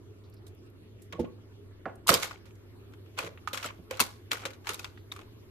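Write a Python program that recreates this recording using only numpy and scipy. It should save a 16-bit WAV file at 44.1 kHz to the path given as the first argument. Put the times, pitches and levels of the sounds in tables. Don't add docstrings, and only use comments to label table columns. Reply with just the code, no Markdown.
import sys
import numpy as np
from scipy import signal
from scipy.io import wavfile

SR = 44100
rng = np.random.default_rng(int(sys.argv[2]) if len(sys.argv) > 2 else 0)


def field_ratio(decibels):
    return 10 ** (np.asarray(decibels, dtype=float) / 20)


def master_out(mix):
    frames = np.transpose(np.atleast_2d(mix))
    ceiling = np.clip(frames, -1, 1)
    pcm = np.round(ceiling * 32767).astype(np.int16)
    wavfile.write(sys.argv[1], SR, pcm)


N = 242550


def at_hz(points, hz):
    point_hz, value = np.transpose(points)
    return np.interp(np.log(hz), np.log(point_hz), value)


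def rms_one(x):
    return x / np.sqrt(np.mean(x ** 2) + 1e-20)


def band(x, low_hz, high_hz, order=2):
    return signal.sosfilt(signal.butter(order, [low_hz, high_hz], "band", fs=SR, output="sos"), x + 1e-18)


def drift(rate_hz):
    r = np.exp(-80 * np.pi * rate_hz / SR)
    slow = signal.lfilter([1], [1, -2 * r, r * r], rng.standard_normal(N // 40 + 2002))[2000:]
    return np.interp(np.arange(N) / 40, np.arange(len(slow)), rms_one(slow))


def resonance(x, hz, width_hz):
    r = np.exp(-np.pi * width_hz / SR)
    zeros = np.array([1, 0, -1]) * (1 - r * r) / 2
    return signal.lfilter(zeros, [1, -2 * r * np.cos(2 * np.pi * hz / SR), r * r], x)


def dying(t60, rise_s):
    t = np.arange(int(1.2 * t60 * SR) + 2) / SR
    return (1 - np.exp(-t / rise_s)) * field_ratio(-60 * t / t60)


def add(track, s, piece):
    i = round(s * SR)
    track[..., i:i + piece.shape[-1]] += piece[..., :N - i]


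PAPER_EDGES_HZ = [450, 800, 3000, 7000, 15000]


def creases(per_s, spread_db, shared, flap_db):
    sizes = field_ratio(spread_db * np.minimum(rng.exponential(1, (3, N)), 3)) * rng.choice([-1, 1], (3, N))
    both, left, right = sizes * (rng.random((3, N)) < per_s / SR)
    at = np.clip(np.arange(N) + rng.integers(-14, 15, N), 0, N - 1)
    clicks = np.array([shared * both + left, shared * np.bincount(at, both, N) + right])
    flap = np.repeat(rng.integers(0, 16, N // 128 + 1), 128)[:N]
    rings = 0
    for k, hz in enumerate(np.geomspace(900, 13000, 16)):
        rings = rings + resonance(clicks * (flap == k) + 1e-18, hz, 0.15 * hz) / np.sqrt(hz)
    sound = rms_one(clicks) + field_ratio(flap_db) * rms_one(rings)
    bands = [rms_one(band(sound, a, b, order=3)) for a, b in zip(PAPER_EDGES_HZ, PAPER_EDGES_HZ[1:])]
    return np.stack(bands, axis=1)


# start in seconds, peak in dB, brightness in dB, t60 in seconds, left over right in dB.
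SETTLING_SNAPS = [
    (0.338, -58, -10, 0.069, -6),
    (0.466, -57.5, 10, 0.14, -4),
    (1.019, -75, 25, 0.2, -6),
    (1.125, -32, -11, 0.032, 0),
    (1.245, -44, -35, 0.085, 0),
    (2.455, -53, -4.5, 0.22, -5),
    (2.508, -52, -17, 0.031, -1),
    (2.923, -57.5, -11, .044, -11),
    (2.936, -45.5, -14, 0.053, 3),
    (3.061, -53.5, -19, 0.042, 8.5),
]
DROPPING_SNAPS = [(2.072, -26, 14.5, 0.01, -1.5), (2.079, -26, -0.5, 0.05, 5),
                  (2.092, -11.5, -3, 0.015, -5), (2.096, -15.5, -13, 0.043, -14.5),
                  (2.118, -25.5, -14, 0.072, -3.5), (2.129, -30, -1, 0.047, -10.5),
                  (2.14, -25, 15, 0.043, -4.5), (2.147, -30.5, -3, 0.22, -8.5), (2.225, -28, -4, 0.033, -9),
                  (2.231, -28, -1, 0.046, -9), (2.247, -41.5, -1.5, 0.11, 14), (2.31, -37.5, -24, 0.028, 8),
                  (2.358, -49.5, -36.5, 0.019, 18), (3.91, -25.5, -1.5, 0.022, -1.5),
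                  (3.951, -49, -2, 0.028, -6), (3.97, -39.5, 0.5, 0.052, 1), (3.995, -15, -9, .018, 5),
                  (4.001, -20.5, 12, 0.016, 6), (4.008, -31, 11, 0.034, -1), (4.013, -27, -8, 0.056, 1)]
PEELING_SNAPS = [(3.169, -46, -33, 0.072, 3), (3.177, -26, -31, 0.017, -2), (3.1876, -26, 3, 0.017, 8),
                 (3.263, -51, -28, .035, 13), (3.375, -42.5, -40, 0.056, 1.5),
                 (3.4741, -28, -13.5, 0.044, -11), (3.531, -28.5, -2.5, 0.064, -2),
                 (3.545, -35, -8, 0.1, 8.5), (3.5745, -25.5, -6.5, 0.053, 3.5),
                 (3.598, -38.5, -17, 0.0368, 2), (3.628, -32, -5.5, 0.03, 0.5), (3.6428, -33, -6, 0.09, 0),
                 (3.659, -33.5, -1.5, 0.067, 5), (3.688, -35.5, -28.5, 0.067, -3.5),
                 (3.705, -38, -23.5, 0.029, 4)]
NUDGING_SNAPS = [(4.311, -27, -13.5, 0.042, 3), (4.316, -17.5, -6, .029, 3), (4.331, -25.5, 3.5, 0.026, 6),
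                 (4.354, -36, -31, 0.032, 12), (4.37, -37, -10, 0.032, 7), (4.437, -45, -22, 0.022, 3),
                 (4.453, -24, -7, 0.098, 2.5), (4.504, -47, 0, 0.082, 3), (4.533, -47, -4.5, 0.099, 1),
                 (4.646, -47, -17, 0.023, 8), (4.657, -41, -13, .043, 4), (4.67, -23.5, -7.5, 0.048, 2),
                 (4.691, -21, -3, 0.04, -3.5), (4.703, -34, -4, 0.13, 5), (4.734, -38, 7, .029, 0),
                 (4.743, -42.5, 16.5, 0.043, -0.5), (4.794, -34.5, 4, .03, 0),
                 (4.844, -27, -10.5, 0.043, 4), (4.975, -44, -30, 0.052, -1), (5.12, -30.5, -4, 0.029, 1.5),
                 (5.163, -38.5, -8, 0.04, -1.5), (5.191, -36.5, -16, 0.024, -2.5),
                 (5.212, -45.5, -27, 0.042, 2)]
# time of the peak in seconds, peak in dB, brightness in dB, swell in seconds, t60 in seconds.
DRAGS = [(1.128, -40.5, -20, 0.0071, 0.19), (1.196, -43, -6.5, 0.004, 0.15), (2.091, -19, 5.5, 0.022, 0.13),
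         (2.139, -30.5, 5, 0.056, 0.19), (2.232, -32, -1.5, 0.046, 0.22), (2.313, -43.5, -14, 0.011, 0.21),
         (3.188, -30, -8.5, 0.016, 0.26), (3.277, -41, -9, 0.14, 0.051),
         (3.478, -43.5, -6.5, 0.0053, 0.206), (3.533, -42, 1.5, 0.0032, 0.5),
         (3.651, -35, -7.5, 0.054, 0.13), (3.914, -35.5, -12.5, 0.015, 0.33),
         (4.004, -21, 7, 0.0046, 0.081), (4.04, -44.5, 4, 0.037, 0.37), (4.316, -34, -3.5, 0.011, 0.39),
         (4.44, -44, -20, 0.1, 0.097), (4.689, -42, -1.5, 0.049, 0.55), (4.792, -50.5, -1.5, .002, 0.26),
         (4.845, -44, -10.5, 0.0046, .13), (5.122, -50.5, -1, 0.0045, 0.204), (5.2, -53, -11, 0.11, 0.36)]
# level in dB, share of the brightness [dB per dB].
SNAP_CRISP = (0.2, 0.5)
DRAG_CRISP = (0.12, 0.62)
DRAG_QUICK = [0.77, 0.94, 1.036, .85]


def paper():
    snap_rise_s, crack_db = 0.0003, -7
    swell_db, belly_db = 25.5, -1
    snap, crack, drag = np.zeros((2, 4, N)), np.zeros((2, N)), np.zeros((4, N))
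    t = np.arange(SR // 2) / SR
    for s, db, bright_db, t60, pan_db in SETTLING_SNAPS + DROPPING_SNAPS + PEELING_SNAPS + NUDGING_SNAPS:
        sides = field_ratio(np.array([[0.5], [-0.5]]) * pan_db)
        crisp_db = SNAP_CRISP[0] + SNAP_CRISP[1] * bright_db
        for k, (rel_db, quick) in enumerate([(0, 1.01), (crisp_db, 0.85), (bright_db, 0.7)]):
            shape = dying(max(t60, 0.008) * quick, snap_rise_s)
            add(snap[:, k + 1], s, sides * field_ratio(db + rel_db - 7.5) * shape)
            click = band(t[:400] == 0, *PAPER_EDGES_HZ[k + 1:k + 3])
            add(crack, s + snap_rise_s, sides * field_ratio(db + rel_db + crack_db) * click / click.max())
    for s, db, bright_db, swell_s, t60 in DRAGS:
        swell_s = max(swell_s, 0.001)
        crisp_db = DRAG_CRISP[0] + DRAG_CRISP[1] * bright_db
        tone_db = np.array([[belly_db], [0], [crisp_db], [bright_db]])
        climb_db = swell_db * (t / swell_s - 1)
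        fade_db = -60 * (t - swell_s) / (max(t60, 0.02) * np.array(DRAG_QUICK)[:, None])
        add(drag, s - swell_s, field_ratio(db - 7 + tone_db + np.minimum(climb_db, fade_db)))
    drag = drag * field_ratio(2.5 * drift(160) - 0.5)
    shower = creases(7000, spread_db=0.5, shared=0.79, flap_db=-11.5)
    return ((snap + drag) * shower).sum(1) + crack


# start in seconds, peak in dB, pitch in Hz, t60 in seconds.
FLAPS = [(2.066, -37, 1010, 0.044), (2.080, -25, 1147, 0.022), (2.09, -25, 3180, .025),
         (2.118, -30, 5660, .02), (2.133, -29, 3150, 0.07), (2.136, -31.5, 1010, 0.095),
         (2.14, -14.5, 4950, .02), (2.146, -24, 4900, .03), (2.231, -31, 4840, .015),
         (2.234, -36, 966, 0.033), (2.3104, -37, 1220, .02), (3.1903, -26.5, 2500, 0.029),
         (3.229, -43, 1200, .03), (3.5335, -33, 3800, .02), (3.574, -39, 3760, .02),
         (3.629, -38, 5500, .015), (3.644, -28.5, 1370, .03), (3.66, -37, 7900, 0.023),
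         (3.187, -37.5, 8000, 0.03), (3.9497, -45, 1034, .03), (4.001, -27, 1320, .04),
         (4.003, -29.5, 967, 0.085), (4.003, -20, 2650, 0.031), (4.317, -26, 1420, 0.022),
         (4.329, -29, 7160, 0.012), (4.372, -38, 1496, .02), (4.435, -41, 1380, .04),
         (4.456, -32, 3900, 0.034), (4.6455, -50, 1590, .03), (4.691, -33, 6340, 0.018),
         (4.703, -36, 1290, 0.043), (4.717, -41, 1310, .05), (4.7439, -33, 3800, 0.022),
         (4.7935, -35.5, 2490, 0.029), (4.8445, -30.5, 3660, 0.017), (5.117, -33.5, 3700, 0.028),
         (5.163, -38.5, 1230, 0.024), (5.192, -46, 1285, 0.018)]


def flaps():
    out = np.zeros((2, N))
    noise = rng.standard_normal((len(FLAPS), 3, 6000))
    for (s, db, hz, t60), (both, left, right) in zip(FLAPS, noise):
        shape = dying(np.clip(t60, 0.008, 0.1), rise_s=0.0006)
        width_hz = 0.079 * hz
        ring = resonance(both + 0.6 * np.array([left, right]), hz, width_hz)
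        ring = resonance(ring, hz, width_hz)
        add(out, s, field_ratio(db + 0.5) * rms_one(ring)[:, 500:500 + len(shape)] * shape)
    return out


# start in seconds, peak in dB, pitch in Hz.
TICKS = [
    (0.2976, -54, 12900),
    (0.3386, -51, 11600),
    (0.4666, -65, 10900),
    (0.479, -50, 8600),
    (0.5467, -56, 13600),
    (0.6624, -61, 9100),
    (0.6983, -56.5, 13200),
    (1.02, -44.5, 9200),
    (1.954, -49, 9600),
    (2.553, -55, 6630),
]


def ticks():
    out = np.zeros(N)
    noise = rng.standard_normal((len(TICKS), 2000))
    for (s, db, hz), row in zip(TICKS, noise):
        shape = dying(0.029, rise_s=0.0016)[:2000]
        burst = rms_one(resonance(row, hz, 3500))[:len(shape)]
        add(out, s, field_ratio(db - 3.5) * burst * shape)
    return out


# start in seconds, peak in dB, pitch in Hz, t60 in seconds, deep push in dB re peak.
THUDS = [(1.133, -34, 410, 0.041, -6), (1.15, -34.5, 400, 0.042, -3), (1.181, -33, 430, 0.043, -17),
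         (1.238, -28.5, 437, 0.038, -19), (1.267, -43, 150, 0.049, -7.5), (1.858, -22, 770, 0.081, -21.5),
         (1.877, -31.5, 734, 0.036, -17), (2.091, -17, 542, 0.12, -17), (2.101, -12.5, 454, 0.028, -1.5),
         (2.117, -21.5, 430, 0.12, -16), (2.14, -27, 420, 0.06, -14.5), (3.192, -35, 535, 0.13, -28.5),
         (3.232, -37.5, 452, 0.23, -11), (3.27, -36.5, 457, 0.044, -18), (3.529, -34.5, 567, 0.092, -34),
         (3.645, -33.5, 562, 0.084, -21), (3.789, -42.5, 154, 0.089, -2), (3.907, -34.5, 420, 0.057, -35),
         (4.007, -19.5, 217, 0.04, -8.5), (4.313, -33, 437, 0.093, -33.5), (4.451, -32, 483, 0.08, -21.5),
         (4.691, -41.5, 393, 0.27, -24.5)]
# pitch in Hz, level in dB, t60 in seconds.
BASKET_FLOOR = [(157, -16, 0.21), (214, -4, 0.18), (260, -22.5, 0.083), (275, 0.5, 0.13), (350, -8, 0.41),
                (425, -4.5, 0.15), (515, -5.5, 0.27), (568.7, -20, 0.09)]


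def thuds():
    out = np.zeros(N)
    noise = rng.standard_normal((len(THUDS), 12000))
    strike_db = rng.normal(0, 3, (len(THUDS), 16))
    t = np.arange(12000) / SR
    push = sum(a * np.sin(2 * np.pi * hz * t) for hz, a in [(170, 1), (135, 0.16), (95, 0.43)])
    for (s, db, hz, t60, push_db), row, grip_db in zip(THUDS, noise, strike_db):
        shape = dying(np.clip(t60, 0.02, 0.2), rise_s=0.0043)
        floor = 0
        for (mode_hz, level_db, ring_s), g in zip(BASKET_FLOOR, grip_db):
            floor = floor + field_ratio(level_db + g - 60 * t / ring_s) * np.sin(2 * np.pi * mode_hz * t)
        spot = rms_one(resonance(row, hz, 150))
        body = field_ratio(-11.0) * floor + field_ratio(-3.5) * spot + field_ratio(push_db) * push
        add(out, s, field_ratio(db + 4.0) * body[:len(shape)] * shape)
    return band(out, 80, 640, order=4)


# start in seconds, peak in dB, pitch in Hz, t60 in seconds, rise in seconds.
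POPS = [
    (1.134, -38, 1095, 0.036, 0.01),
    (1.155, -43, 1112, 0.052, 0.0072),
    (1.255, -53, 1080, 0.053, .004),
    (1.274, -51, 1105, 0.063, 0.0095),
    (3.475, -21, 1350, 0.0099, 0.0011),
    (3.479, -28.5, 1296, 0.011, 0.0011),
    (3.911, -38.5, 523, 0.094, 0.0013),
    (4.669, -49, 1070, 0.0206, 0.00093),
    (4.692, -42, 1420, 0.033, 0.00085),
]


def pops():
    out = np.zeros(N)
    waver = np.cumsum(1 + 0.008 * drift(60)) / SR
    for s, db, hz, t60, rise_s in POPS:
        shape = dying(t60, max(rise_s, 1e-4))
        turns = hz * waver[round(s * SR):][:len(shape)]
        add(out, s, field_ratio(db + 9.0) * shape * np.sin(2 * np.pi * (turns - turns[0])))
    return out


# pitch in Hz, peak in dB, t60 in seconds.
BOWL = [(78, -31.5, 0.2), (175, -31, 0.16), (233, -23, 0.15), (300, -26, 0.079), (343.5, -16.5, 0.074),
        (421, -19, 0.048), (481, -18.5, 0.08), (548, -25, 0.047), (876, -30.5, 0.061), (696, -34, 0.047)]


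def bowl():
    out, t = np.zeros(N), np.arange(SR // 2) / SR
    modes = sum(field_ratio(db - 60 * t / t60) * np.sin(2 * np.pi * hz * t) for hz, db, t60 in BOWL)
    add(out, 1.1915, modes * (1 - np.exp(-t / 0.0022)) ** 2)
    return out


# start in seconds, peak in dB, low edge in Hz, high edge in Hz, t60 in seconds.
KNOCKS = [
    (.237, -59.5, 3500, 5400, .2),
    (.325, -60, 4200, 5500, .15),
    (.365, -59, 4000, 5300, .15),
    (1.71, -58, 1300, 2200, .2),
    (1.855, -24, 700, 2000, .05),
    (1.8555, -46, 2000, 5000, .04),
    (1.861, -28, 450, 1100, .09),
    (1.875, -36, 400, 1900, .17),
    (4.975, -59, 3600, 4700, .26),
]


def knocks():
    out = np.zeros(N)
    noise = rng.standard_normal((len(KNOCKS), 14000))
    for (s, db, low_hz, high_hz, t60), row in zip(KNOCKS, noise):
        shape = dying(t60, rise_s=0.00043)
        burst = rms_one(band(row, low_hz, high_hz))[:len(shape)] * shape
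        add(out, s, field_ratio(db - 7) * band(burst, low_hz / 2, high_hz))
    return out


# pitch in Hz, width in Hz, level in dB.
BASKET_AIR = [(1177, 200, -1.5), (1426, 49, 2.5), (2298, 510, -8.5), (3900, 1300, 0)]


def basket(x):
    lifted = sum(field_ratio(db) * resonance(x, hz, width_hz) for hz, width_hz, db in BASKET_AIR)
    return field_ratio(-2) * (x + lifted)


def kitchen(x):
    dull_t60_s, bright_t60_s, split_hz = 0.34, 0.21, 1300
    t = np.arange(SR // 2) / SR
    onset = np.clip((t - 0.004) / 0.029, 0, 1)
    white = rng.standard_normal((2, 2, len(t))) * onset
    dull = band(white[0], 60, split_hz, order=1) * field_ratio(-60 * t / dull_t60_s)
    bright = band(white[1], split_hz, 15000, order=1) * field_ratio(-60 * t / bright_t60_s - 9.5)
    echoes = dull + bright
    echoes = echoes / np.sqrt((echoes ** 2).sum(1, keepdims=True))
    return signal.fftconvolve(x[None], echoes, axes=1)[:, :N]


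def hum():
    turns = np.cumsum(100 + 3.5 * drift(8.9)) / SR
    tone = np.sqrt(2) * np.sin(2 * np.pi * turns)
    return field_ratio(-54.5 + 2.2 * drift(14)) * tone * field_ratio(np.array([[-0.8], [0.8]]))


# frequency in Hz, likeness from -1 to 1.
LIKENESS = [(60, 0.66), (180, 0.81), (550, 0.46), (1650, -0.076), (4970, -0.65), (15000, -0.81)]


def air(spectrum, level_db, first_hz, count, patchy_db):
    out, edges = 0, first_hz * 2 ** (np.arange(count) / 3)
    white = rng.standard_normal((2, 2, N + 8000))
    for k, (low, high) in enumerate(zip(edges, edges[1:])):
        mid, side = band(white[k % 2], low, high, order=3)[:, 8000:]
        hz = np.sqrt(low * high)
        alike = np.clip(at_hz(LIKENESS, hz), -1, 1)
        gain = field_ratio(at_hz(spectrum, hz) + patchy_db * drift(9.4))
        out = out + gain * (np.sqrt(1 + alike) * mid + np.sqrt(1 - alike) * side * [[1], [-1]])
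    return field_ratio(level_db) * rms_one(out)


# frequency in Hz, level in dB per Hz.
RUMBLE = [(22, 0), (30, -11), (45, -10.5), (75, -1.5), (110, -2), (140, -12.5), (250, -8), (370, -6.5),
          (420, 0.5), (480, -17), (560, -18), (900, -24)]


def rumble():
    return air(RUMBLE, -54, 21.27, count=16, patchy_db=1.5)


# frequency in Hz, level in dB per Hz.
HISS = [(350, -29), (600, 1), (669, -8), (720, -8.5), (988, -8), (1190, -9), (1550, -10.5), (1690, -12.5),
        (3140, -13.5), (7270, -25), (10500, -24.5), (14300, -63), (22000, -120)]


def hiss():
    after_s = np.maximum(np.arange(N) / SR - 2.2, 0)
    lift_db = 7 * (1 - np.exp(-after_s / 0.4))
    middle = field_ratio(0.25 * lift_db) * air(HISS, -67.2, 716, count=14, patchy_db=2.8)
    top = rms_one(band(rng.standard_normal((2, N)), 11000, 14700))
    return middle + field_ratio(-81 + lift_db) * top


def scene():
    contacts = thuds() + pops() + bowl() + knocks()
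    near = basket(paper() + ticks()) + contacts * field_ratio(np.array([[-2.2], [2.2]]))
    echo = field_ratio(-19) * kitchen(near.mean(0))
    return near + flaps() + echo + hum() + rumble() + hiss()


def band_limit(x):
    return signal.sosfilt(signal.butter(12, 15700, fs=SR, output="sos"), x)


def record(dry):
    cut = signal.sosfilt(signal.cheby2(10, 30, 14600, fs=SR, output="sos"), dry)
    return band_limit(cut)


dry = scene()
out = record(dry)
master_out(out)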